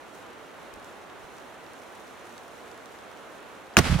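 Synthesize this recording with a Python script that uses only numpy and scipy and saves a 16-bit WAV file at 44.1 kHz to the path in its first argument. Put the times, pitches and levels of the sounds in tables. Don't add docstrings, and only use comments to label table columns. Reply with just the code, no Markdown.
import sys
import numpy as np
from scipy import signal
from scipy.fft import rfft, irfft
from scipy.io import wavfile
from scipy.ndimage import uniform_filter1d

SR = 44100
rng = np.random.default_rng(int(sys.argv[2]) if len(sys.argv) > 2 else 0)


def int16_out(signal):
    q = np.round(np.clip(np.atleast_2d(signal).T, -1, 1) * 32767)
    wavfile.write(sys.argv[1], SR, q.astype(np.int16))


N = 176400
T = np.arange(N) / SR

# pitch in Hz, level in dB, decay in seconds.
MIC_MODES = [(1600, 8.5, .00065), (2500, 11, .00058), (6800, 2, .0005)]

# start in seconds, level in dB, then attack, hold and decay in seconds.
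CRACK_BURSTS = [(3.7688, -20, .0004, .013, .009), (3.7868, -16, .0006, .003, .004)]
SPLINTER_BURSTS = [(3.7688, -17, .0002, .001, .002), (3.7866, -17, .0004, .0018, .0016),
                   (3.79, -43.5, .005, .03, .4)]
RUMBLE_BURSTS = [(3.81, -31, .01, .18, .1), (3.894, -19, .013, .058, .011)]
SHORE_BURSTS = [(3.795, -31.5, .004, .012, .033), (3.835, -28.3, .008, .025, .105),
                (3.90, -33.5, .01, .035, .015)]
PUFF_BURSTS = [(.66, -62, .02, .02, .03), (.725, -54, .015, .02, .015), (1.225, -57, .015, .015, .02),
               (2.90, -64, .015, .02, .02)]
ROAR_BURST = (3.7745, -13, .001, .018, .008)
THUMP_BURST = (3.791, -15, .003, .008, .0075)
SLOPE_BURST = (3.981, -28.8, .012, .03, .1)

# time in seconds, gain in dB.
FIRE_GAIN = [(0, -63), (.19, -61), (.27, -64.5), (.8, -63.7), (.9, -60.7), (.95, -64.5), (1.4, -62.5),
             (1.6, -63.7), (1.72, -60.7), (2.0, -60.5), (2.38, -59.7), (2.5, -61.7), (2.68, -60.5),
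             (2.8, -62.3), (3.0, -61.6), (3.3, -63.5), (3.56, -62.8), (3.72, -64.5)]
# start in seconds, level in dB, pitch in Hz.
WOOD_POPS = [(.7385, -45, 8000), (1.0985, -48, 3200), (1.383, -48.5, 5000), (1.6645, -50, 4200),
             (1.734, -50, 6500), (2.0045, -49, 3800), (2.3795, -42.3, 4700), (2.7145, -48, 6500),
             (2.858, -46.8, 6400), (2.988, -51, 5000), (3.7378, -50, 4200)]

# frequency in Hz, relative density in dB.
CRACK_COLOUR = [(100, -8), (300, -6), (700, -7), (1400, 0), (2000, -2), (2500, -2), (3200, -5),
                (4300, -4.5), (6000, -5), (7500, -10), (10500, -11.5), (15000, -20)]
SPLINTER_COLOUR = [(1000, -14), (3000, -2), (4200, 1), (6000, 1), (8000, -3), (10500, -4), (15000, -15)]
ROAR_COLOUR = [(25, -19), (60, -6), (110, -3), (170, 0), (240, 2.5), (295, -5), (355, 3.5), (480, -12),
               (660, -4.5), (900, -9.5), (1300, -8.5), (2500, -23), (6000, -39), (15000, -56)]
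THUMP_COLOUR = [(25, -11), (60, -1), (110, 0), (170, 1), (240, -4), (330, -15), (800, -35), (2000, -60)]
RUMBLE_COLOUR = [(20, -18), (35, -6), (52, -5), (72, 1.5), (98, -7), (140, -1.5), (175, -7), (240, -16),
                 (320, -29), (1000, -55), (4000, -85)]
SHORE_COLOUR = [(80, -10), (250, 3), (420, -3), (700, -1.5), (1300, -1.5), (2500, -3.5), (4000, -8.5),
                (7000, -16), (10500, -20.5), (15000, -35)]
SLOPE_COLOUR = [(100, -10), (330, 0), (700, -3), (1300, -7), (3000, -20), (10000, -36)]
FIRE_COLOUR = [(1000, -14), (2500, -1), (3900, 1), (4800, -5), (5800, 1), (7000, -.5), (8000, -4),
               (9500, -3), (12500, -8), (15500, -15)]
PUFF_COLOUR = [(20, -8), (50, 0), (85, -4), (140, -18), (400, -45), (2000, -80)]
VALLEY_COLOUR = [(20, -25), (45, -12), (65, -9), (160, -7.5), (250, -2.5), (450, -.3), (700, -1),
                 (1400, -4.3), (2050, -10), (3000, -15), (4100, -20), (4800, -26), (8000, -30.5),
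                 (15000, -38.5)]

# frequency in Hz, correlation of the channels, left minus right in dB.
BLAST_STEREO = [(60, .95, -8.5), (170, .9, -9), (380, .68, -5), (700, .6, -3.7), (1400, .55, -2.7),
                (3100, .5, -1.2), (6800, .1, -.7), (15000, -.25, -.7)]
AMBIENT_STEREO = [(60, -.15, -2.5), (130, -.05, -3.5), (300, .58, -3.5), (640, .63, -2), (1400, .52, -2),
                  (3100, .5, -1.5), (6800, .37, -1.8), (15000, .15, -1.5)]


def shock_front(arrival_s=3.7687, right_lag_s=.00005):
    age = np.maximum(T - arrival_s - np.array([[0], [right_lag_s]]), 0)
    return -sum(undb(db) * np.sin(2 * np.pi * hz * age) * np.exp(-np.minimum(age / decay, 20))
                for hz, db, decay in MIC_MODES)


def crack_and_reflection():
    return sum(burst(CRACK_COLOUR, BLAST_STEREO, *row) for row in CRACK_BURSTS)


def splinters(grains_per_s=500, grit_db=2.5):
    grit = unit(undb(grit_db * flicker(grains_per_s)))
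    return grit * sum(burst(SPLINTER_COLOUR, BLAST_STEREO, *row) for row in SPLINTER_BURSTS)


def gas_roar(ceiling=.55):
    roar = burst(ROAR_COLOUR, BLAST_STEREO, *ROAR_BURST)
    thump = burst(THUMP_COLOUR, BLAST_STEREO, *THUMP_BURST)
    return ceiling * np.tanh((roar + thump) / ceiling)


def fireball():
    return sum(burst(RUMBLE_COLOUR, BLAST_STEREO, *row) for row in RUMBLE_BURSTS)


def echoes():
    shore = sum(burst(SHORE_COLOUR, BLAST_STEREO, *row) for row in SHORE_BURSTS)
    return shore + burst(SLOPE_COLOUR, BLAST_STEREO, *SLOPE_BURST)


def fire_sizzle(crackles_per_s=90, spread_db=3.2, decay_s=.0014):
    onsets = rng.random(N) < crackles_per_s / SR
    sparks = onsets * undb(spread_db * np.clip(rng.standard_normal(N), -2, 2))
    tails = signal.lfilter([1], [1, -np.exp(-1 / (decay_s * SR))], sparks + 1e-18)
    crackle = undb(-5) * unit(tails)
    bright_noise = noise(FIRE_COLOUR, AMBIENT_STEREO)
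    hiss = undb(.2 + flicker(20))
    strength = undb(np.interp(T, *np.array(FIRE_GAIN).T))
    return strength * bright_noise * np.hypot(crackle, hiss)


def wood_pops():
    pops = np.zeros((2, N))
    for start, db, hz in WOOD_POPS:
        colour = [(hz / 4, -9), (hz, 0), (hz * 4, -26)]
        pops += burst(colour, AMBIENT_STEREO, start, db, attack=.0002, hold=.0008, decay=.0014)
    return pops


def wind_puffs():
    return sum(burst(PUFF_COLOUR, AMBIENT_STEREO, *row) for row in PUFF_BURSTS)


def valley_rush(level_db=-45.3, flicker_db=.4):
    return noise(VALLEY_COLOUR, AMBIENT_STEREO) * undb(level_db + flicker_db * flicker(10))


def undb(db):
    return 10 ** (np.asarray(db) / 20)


def unit(x):
    return x / np.sqrt(np.mean(x ** 2))


def flicker(per_s):
    width = int(SR / per_s)
    steps = np.repeat(rng.standard_normal(N // width + 1), width)
    return unit(uniform_filter1d(uniform_filter1d(steps, width), width)[:N])


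def noise(colour, stereo, size=N):
    log_hz = np.log(np.maximum(np.fft.rfftfreq(size, 1 / SR), 1))

    def curves(table):
        hz, *columns = np.array(table).T
        return [np.interp(log_hz, np.log(hz), column) for column in columns]

    db, = curves(colour)
    correlation, balance_db = curves(stereo)
    mid, side = rfft(rng.standard_normal((2, size)))
    sign = np.array([[1], [-1]])
    spectrum = mid * np.sqrt(1 + correlation) + sign * side * np.sqrt(1 - correlation)
    return unit(irfft(spectrum * undb(db + sign * balance_db / 2), size))


def burst(colour, stereo, start, db, attack, hold, decay):
    size = 16384
    age = np.arange(size) / SR
    envelope = np.clip(age / attack, 0, 1) * np.exp(-np.clip((age - attack - hold) / decay, 0, 20))
    sound = unit(noise(colour, stereo, size) * envelope)
    track = np.zeros((2, N + size))
    at = min(int(start * SR), N)
    track[:, at:at + size] = sound * undb(db) * np.sqrt(np.mean(envelope ** 2))
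    return track[:, :N]


def scene():
    ambience = valley_rush() + wind_puffs() + fire_sizzle() + wood_pops()
    explosion = shock_front() + crack_and_reflection() + splinters() + gas_roar() + fireball()
    return ambience + explosion + echoes()


def record(dry, clip_level=.93, top_hz=15800):
    lowpass = signal.ellip(8, .2, 70, top_hz, fs=SR, output="sos")
    return signal.sosfilt(lowpass, np.clip(dry, -clip_level, clip_level))


dry = scene()
out = record(dry)
int16_out(out)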